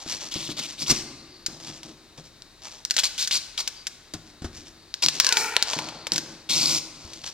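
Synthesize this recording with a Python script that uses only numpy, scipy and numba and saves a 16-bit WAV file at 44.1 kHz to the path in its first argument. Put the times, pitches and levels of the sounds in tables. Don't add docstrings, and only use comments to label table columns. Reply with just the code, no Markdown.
import sys
import numpy as np
from scipy import signal
from scipy.fft import rfft, irfft, next_fast_len
from scipy.io import wavfile
from scipy.ndimage import uniform_filter1d
from numba import njit

SR = 44100
rng = np.random.default_rng(int(sys.argv[2]) if len(sys.argv) > 2 else 0)


def to_wav(s):
    ch = np.atleast_2d(s).T
    pcm = np.round(np.clip(ch, -1, 1) * 32767)
    wavfile.write(sys.argv[1], SR, pcm.astype(np.int16))


N = 323341
TIME = np.arange(N) / SR
SIZE = next_fast_len(N + 2 * SR, real=True)
FREQ = np.maximum(np.arange(SIZE // 2 + 1) * SR / SIZE, 1)


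def undb(db):
    return 10 ** (np.asarray(db) / 20)


def unit(x):
    return x / np.sqrt(np.mean(x ** 2))


def over_freq(points, column=1):
    points = np.array(points)
    return np.interp(np.log(FREQ), np.log(points[:, 0]), points[:, column])


def response(points):
    cepstrum = irfft(np.log(undb(over_freq(points))), SIZE)
    cepstrum[1:SIZE // 2] *= 2
    cepstrum[SIZE // 2 + 1:] = 0
    gain = np.exp(rfft(cepstrum))
    return gain / np.sqrt(np.mean(np.abs(gain) ** 2))


def through(x, gain):
    return irfft(rfft(x, SIZE) * gain, SIZE)[..., :N]


def add(track, start, sound):
    i = int(start * SR)
    track[i:i + len(sound)] += sound[:N - i]


def waver(hz):
    return unit(through(rng.standard_normal(N), np.exp(-FREQ / hz)))


def burst(t, decay_s):
    puff = rng.standard_normal(len(t)) * np.exp(-t / decay_s)
    return puff / np.linalg.norm(puff)


@njit
def resonate(x, hz, width_hz):
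    y, band_state, low_state = np.empty(len(x)), 0., 0.
    for i in range(len(x)):
        step, damping = np.tan(np.pi * hz[i] / SR), width_hz / hz[i]
        band = (band_state + step * (x[i] - low_state)) / (1 + step * (step + damping))
        band_state = 2 * band - band_state
        low_state += 2 * step * band
        y[i] = damping * band
    return y


def resonate_twice(x, hz, width_hz):
    return unit(resonate(resonate(x, hz, width_hz), hz, width_hz))


def slips(rate, spread_db, length_ms):
    count = 30000
    gaps, sizes = rng.gamma(2, .5, count), rng.standard_normal(count)
    at = (np.cumsum(gaps) * SR / rate).astype(int)
    power = np.bincount(at[at < N], undb(spread_db * np.minimum(sizes[at < N], 2)) ** 2, N)
    power = signal.lfilter([1], [1, -np.exp(-2e3 / (length_ms * SR))], power)
    return unit(np.sqrt(power) * rng.standard_normal(N))


def strokes(rows, swell_db, crest, release_s):
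    gains = np.zeros((3, N))
    depths = np.broadcast_to(swell_db, len(rows))
    for (start, length, db, middle_db, bass_db, *_), depth in zip(rows, depths):
        t = np.arange(0, length + 6 * release_s, 1 / SR)
        arch = undb(np.interp(t / length, [0, crest, 1], [-depth, 0, -depth]))
        gate = np.exp(-np.maximum(t - length, 0) / release_s)
        for track, level_db in zip(gains, (db, db + middle_db, db + bass_db)):
            add(track, start, undb(level_db) * arch * gate)
    return gains


# frequency in Hz, relative level in dB.
AIR_SPECTRUM = [(15, -52), (25, 1.5), (175, -7), (256, -7.5), (326, -4.5), (476, -12.5), (818, -14),
                (1650, -14.5), (3430, -18), (3720, -8.5), (16000, -34.5)]
# start in seconds, end in seconds, level in dB.
HISS_SPELLS = [(0, 1.52, -52), (2.3, 1.7, -52), (4.7, 7.1, -59), (5.1, 6.15, -48), (6.95, 11, -54.5)]


def room_tone():
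    mid, side, noise = rng.standard_normal((3, N))
    air = through(mid + undb(-11.5) * side * np.array([[1], [-1]]), response(AIR_SPECTRUM))
    swell = undb(2 * waver(hz=6))
    hiss = resonate_twice(noise, 4450 + 90 * waver(hz=6), width_hz=900.)
    fade_s = .1
    spells = sum(undb(db) * np.clip(np.minimum(TIME - start, end - TIME) / fade_s, 0, 1)
                 for start, end, db in HISS_SPELLS)
    return undb(-53.5) * air + spells * swell * hiss


# frequency in Hz, relative level in dB, seconds to fall 60 dB.
BOX_RESONANCES = [(115, 0.5, 0.065), (162, -0.5, 0.23), (221, -4, 0.2), (279, 7, 0.039), (322, 5.5, 0.095),
                  (378, -10.5, 0.23), (407.4, -11.5, 0.17), (551, 0, 0.03)]


def box_response():
    t = TIME[:SR // 2]
    ring = sum((-1) ** k * undb(db - 60 * t / t60) * np.sin(2 * np.pi * hz * t)
               for k, (hz, db, t60) in enumerate(BOX_RESONANCES))
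    return rfft(ring / np.linalg.norm(ring), SIZE)


# frequency in Hz, relative level in dB.
RUB_SPECTRUM = [(900, -39), (1500, -1.5), (2000, 0), (2900, 3), (3600, 3.5), (5700, 10), (7500, 1.5),
                (10000, -9.5), (14500, -18.5), (16000, -59)]
SCRAPE_SPECTRUM = [(200, -26.5), (500, 9.5), (850, 15), (1100, 11.5), (1400, 10), (2200, -73), (3200, 5),
                   (7000, -23)]
# start and length in seconds, relative hiss
# level in dB, then offsets from it for card scrape and box boom in dB.
HAND_RUBS = [(0.0, 0.056, -44.5, -4, -14), (0.075, 0.093, -34, -12.5, -8.5), (0.195, 0.092, -39, -7.5, -4),
             (0.675, 0.064, -40.5, -12.5, -15), (0.935, 0.074, -33.5, -19, -4.5),
             (1.49, 0.084, -51, -1, 10.5), (1.6, .18, -44, -8, 1), (1.84, 0.071, -49, -4, 12),
             (2.175, 0.019, -47, -2.5, 12.5), (2.24, 0.043, -53, -17, -1), (2.62, 0.077, -42.5, -5.5, -21),
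             (2.7, 0.11, -51.5, -6, -15), (4.255, 0.047, -54.5, -8, -12), (4.53, 0.093, -46, -19, -2),
             (4.655, 0.041, -49, -10, -4), (5.13, 0.063, -37.5, -15.5, -0.5), (5.672, 0.089, -33, -4, -13),
             (5.76, 0.13, -45.5, 3.5, 6.5), (5.87, 0.17, -55.5, 9.5, 9), (6.125, 0.062, -37, -6.5, 7.5),
             (6.22, 0.16, -52.5, -2, 9.5), (6.94, 0.29, -51.5, -4, 6), (7.13, 0.076, -53.5, -29, -29),
             (7.235, 0.067, -39.5, -10.5, -15)]


def rubbing(box):
    grain = slips(rate=800, spread_db=3.5, length_ms=1.0)
    high, middle, low = strokes(HAND_RUBS, swell_db=6.5, crest=.41, release_s=.019)
    hiss = through(grain * high, response(RUB_SPECTRUM))
    scrape = through(grain * middle, response(SCRAPE_SPECTRUM))
    boom = through(grain * low, box)
    return undb(4) * hiss + undb(-.5) * scrape + undb(-4.5) * boom


# frequency in Hz, relative level in dB.
SLAP_SPECTRUM = [(200, -35), (550, -21), (740, -4), (1000, -15), (1330, -9), (2200, -17), (6000, -12.5),
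                 (15000, -43)]
# start in seconds, relative level in dB, slap offset in dB.
HAND_KNOCKS = [(0.062, -29.5, -15.5), (0.359, -22, -24.5), (0.491, -23, -23), (0.899, -20.5, -15),
               (0.925, -21, -24), (1.484, -32.5, -20), (1.693, -31, -19), (1.892, -36.5, -33),
               (2.184, -39.5, -17), (4.138, -25, -18), (4.42, -26.5, -21.5), (4.444, -22.5, -18.5),
               (5.061, -27.5, -30), (5.764, -24, -20), (6.122, -26, -21)]
# start in seconds, level in dB, pitch in Hz.
FLOOR_THUDS = [(0.907, -28, 53), (4.147, -34, 98), (4.418, -36.5, 79.4), (4.448, -23.5, 83),
               (7.048, -36, 77)]


def knocks():
    t = TIME[:SR // 3]
    boom, slap = np.zeros((2, N))
    hz, mode_db, t60 = np.transpose(BOX_RESONANCES)[..., None]
    for start, db, slap_db in HAND_KNOCKS:
        place, grip = rng.standard_normal((2, len(hz), 1))
        envelopes = np.sign(place) * undb(mode_db + 2 * place - 60 * t / t60)
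        ring = np.sum(envelopes * np.sin(2 * np.pi * hz * (1 + .019 * grip) * t), axis=0)
        add(boom, start, undb(db + 19) * ring / np.linalg.norm(ring))
        add(slap, start, undb(db + slap_db) * burst(t, decay_s=.017))
    for start, db, thud_hz in FLOOR_THUDS:
        add(boom, start, undb(db) * np.sin(2 * np.pi * thud_hz * t) * np.exp(-t / .016))
    return boom + undb(33) * through(slap, response(SLAP_SPECTRUM))


# frequency in Hz, relative level in dB.
RASP_SPECTRUM = [(880, -38), (1500, -4), (1830, -6.5), (2210, -5), (3030, -6), (4120, 1.5), (5330, 5),
                 (7760, -3.5), (10300, -12.5), (11300, -18), (14500, -16), (16000, -26.5)]
FLUTTER_SPECTRUM = [(150, -24), (400, 2.5), (600, 4.5), (900, 11), (1500, 14), (2200, 15), (3200, -10.5),
                    (7000, -39)]
# start and length in seconds, relative rasp
# level in dB, offsets from it for flutter and boom in dB, swell in dB, pitch of the taut film in Hz.
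TAPE_TUGS = [(0.313, 0.17, -38.5, -8.5, -7.5, 1, 3670), (0.497, 0.03, -36, -8.5, 1.5, 8.5, 3500),
             (0.568, 0.04, -32.5, -5, -4.5, 7, 3900), (0.618, 0.049, -36.5, -7.5, -10, 5, 3450),
             (0.778, 0.076, -31, -13, -4, 15.5, 4800), (0.862, 0.076, -16, -7.5, -7, 25, 5250),
             (2.985, 0.02, -20.5, -12, -40, 10.5, 3550), (3.035, 0.03, -25, -13, -33, 2.5, 4640),
             (3.179, 0.073, -26, -16, -30, 8.5, 4200), (3.31, 0.067, -25, -13, -28, 4.5, 4580),
             (3.576, 0.033, -31, -6.5, -34, 0, 4540), (5.023, 0.024, -22, -8, -20, 3.5, 4330),
             (6.491, 0.29, -26.5, -10.5, -11, 2, 5070)]


def tugs(rasp, box):
    glue = slips(rate=1150, spread_db=2.8, length_ms=.65)
    swells_db = [swell for *_, swell, _ in TAPE_TUGS]
    high, middle, low = strokes(TAPE_TUGS, swells_db, crest=.648, release_s=.0097)
    film_hz = film_pitch()
    plucks = slips(rate=650, spread_db=2.5, length_ms=.6)
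    film = resonate_twice(plucks, film_hz, width_hz=1700.)
    peel = unit(through(glue, rasp) + undb(-1.5) * film)
    flutter = through(glue * middle, response(FLUTTER_SPECTRUM))
    boom = through(glue * low, box)
    return undb(5) * high * peel + flutter + undb(-1.5) * boom


def film_pitch(slack_hz=3300., tighten_share=.27):
    hz = np.full(N, slack_hz)
    for start, length, *_, taut_hz in TAPE_TUGS:
        i = int(start * SR)
        tension = np.minimum(TIME[:N - i] / (tighten_share * length), 1) ** 2
        hz[i:] = slack_hz + (taut_hz - slack_hz) * tension
    return hz * np.exp(.06 * waver(hz=25))


# start in seconds, relative level in dB,
# ring pitch in Hz, crackle offset in dB.
GLUE_SNAPS = [(0.341, -27, 5370, -13), (1.4628, -30.5, 5000, 8), (1.832, -37.5, 3530, -2.5),
              (2.4215, -40, 4400, -12), (2.851, -22, 5350, -15), (2.9, -33, 4200, -2),
              (2.909, -18.5, 5000, -2), (2.941, -37, 5000, 3), (2.966, -23.5, 3580, 5.5),
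              (2.981, -20.5, 3840, -16), (2.987, -22.5, 3700, 5), (3.039, -25.5, 3900, 2),
              (3.2741, -34.5, 4560, 12.5), (3.676, -29, 3820, 6), (3.869, -31, 4070, 7.5),
              (4.137, -44.5, 5450, 15.5), (4.9411, -25.5, 4750, -10.5), (5.0623, -14, 4670, -14),
              (5.0854, -14.5, 4200, -4.5), (5.2, -4.5, 5240, -10.5), (5.247, -19.5, 4900, -6.5),
              (5.267, -17.5, 5400, -2), (5.2909, -17, 5430, -11), (5.325, -16.5, 4240, -1.5),
              (5.37, -18.5, 3940, 1.5), (5.5658, -9, 3610, -24), (5.6257, -12.5, 4450, -9.5),
              (5.7338, -24, 3040, -3), (5.7888, -25.5, 2710, -2.5), (5.8874, -35, 3170, -2),
              (6.069, -29.5, 2850, 2), (6.1199, -17.5, 4750, -11), (6.134, -31, 4130, 6.5),
              (6.16, -26.5, 4440, 4.5), (6.1806, -19.5, 4860, -3), (7.134, -40.5, 4140, 3),
              (7.242, -33.5, 3260, -31)]


def snaps(rasp):
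    t = TIME[:SR // 15]
    film, glue, card = np.zeros((3, N))
    for start, db, hz, crackle_db in GLUE_SNAPS:
        ring = np.sin(2 * np.pi * hz * t) * t * np.exp(-t / .00013)
        add(film, start, undb(db) * ring / np.linalg.norm(ring))
        crackle = undb(crackle_db) * burst(t, decay_s=.0063)
        click = undb(-9) * burst(t, decay_s=.0011)
        add(glue, start, undb(db) * (crackle + click))
        crack = undb(-13.5 + 37 * np.log2(4130 / hz)) * burst(t, decay_s=.0043)
        card_crackle = undb(crackle_db - 18.5) * burst(t, decay_s=.015)
        add(card, start, undb(db) * (crack + card_crackle))
    card = through(card, response(SCRAPE_SPECTRUM))
    return undb(22.5) * film + undb(24.5) * through(glue, rasp) + undb(14) * card


def squeak(at_s=3.79, half_length_s=.04, hz=4680.):
    tone = unit(resonate(rng.standard_normal(N), np.full(N, hz), width_hz=57.))
    return undb(-47) * tone * np.exp(-((TIME - at_s) / half_length_s) ** 2)


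# time in seconds, relative rasp and ring levels in dB.
DRAW_LEVELS = [(5.197, -66, -57), (5.255, -64, -39), (5.36, -35, -39.5), (5.38, -24, -36.5),
               (5.448, -30, -37.5), (5.566, -51, -44)]
# time in seconds, base pitch in Hz.
STRIP_GLIDE = [(5.2, 592), (5.27, 566), (5.33, 477), (5.4, 456), (5.55, 466), (5.8, 419)]
# multiple of the base pitch, width in Hz, relative level in dB.
STRIP_RESONANCES = [(.96, 75, -4), (1.92, 100, 0), (3.0, 85, 3), (4.0, 200, -5), (5.0, 180, -2.5)]


def long_draw(rasp, snapping):
    times, rasp_db, ring_db = np.transpose(DRAW_LEVELS)
    gate = uniform_filter1d(1. * ((TIME > times[0]) & (TIME < times[-1])), SR // 100)
    glue = slips(rate=1100, spread_db=3, length_ms=.8)
    pitch = np.interp(TIME, *np.transpose(STRIP_GLIDE)) * (1 + .015 * waver(hz=50))
    drive = gate * (glue * undb(np.interp(TIME, times, ring_db)) + undb(-18) * snapping)
    ring = sum(undb(db) * resonate(drive, multiple * pitch, float(width))
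               for multiple, width, db in STRIP_RESONANCES)
    peel = through(gate * glue * undb(np.interp(TIME, times, rasp_db)), rasp)
    return undb(-2) * peel + undb(22) * ring


# frequency in Hz, seconds to fall 60 dB.
WALL_DECAY = [(100, 0.95), (400, 1.68), (1200, 1.6), (4500, 0.69), (8000, 0.78), (15000, 0.46)]


def room_echo(sound):
    t = TIME[:SR]
    bins_hz = np.maximum(np.arange(SR // 2 + 1), 1)
    noise = rfft(rng.standard_normal((3, SR)))
    centres, t60s = np.transpose(WALL_DECAY)
    tail = 0
    for share, t60 in zip(np.eye(len(centres)), t60s):
        band = irfft(noise * np.interp(np.log(bins_hz), np.log(centres), share), SR)
        tail = tail + band * undb(-60 * t / t60)
    early = undb(-37) * rng.standard_normal((3, SR)) * np.exp(-t / .007) * (t > .002)
    late = undb(-45) * tail * (1 - np.exp(-t / .0092))
    left, right, common = rfft(early + late, SIZE)
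    apart = np.minimum(FREQ / 7000, 1)
    return through(sound, apart * np.array([left, right]) + np.sqrt(1 - apart ** 2) * common)


# frequency in Hz, left minus right in dB, left's lead in radians.
MIC_PORTS = [(150, 2.2, 0), (1000, 2.2, -.26), (2300, 4, -.35), (3300, 5, -.5), (4400, 4.5, -1.3),
             (5400, 2.2, -1.7), (7500, 0, -1.6), (10300, -.5, -1.7), (15000, -1, -1.9)]


def scene():
    rasp, box = response(RASP_SPECTRUM), box_response()
    snapping = snaps(rasp)
    handling = tugs(rasp, box) + long_draw(rasp, snapping) + rubbing(box) + knocks() + squeak()
    echo = room_echo(handling + undb(-1) * snapping)
    balance_db, lead = over_freq(MIC_PORTS), over_freq(MIC_PORTS, column=2)
    ports = np.array([undb(balance_db / 2) * np.exp(1j * lead), undb(-balance_db / 2)])
    return through(snapping + handling + echo + room_tone(), ports)


def record(dry):
    low_pass = signal.ellip(8, .2, 70, 15900, fs=SR, output="sos")
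    return signal.sosfilt(low_pass, np.clip(dry, -1, 1))


dry = scene()
out = record(dry)
to_wav(out)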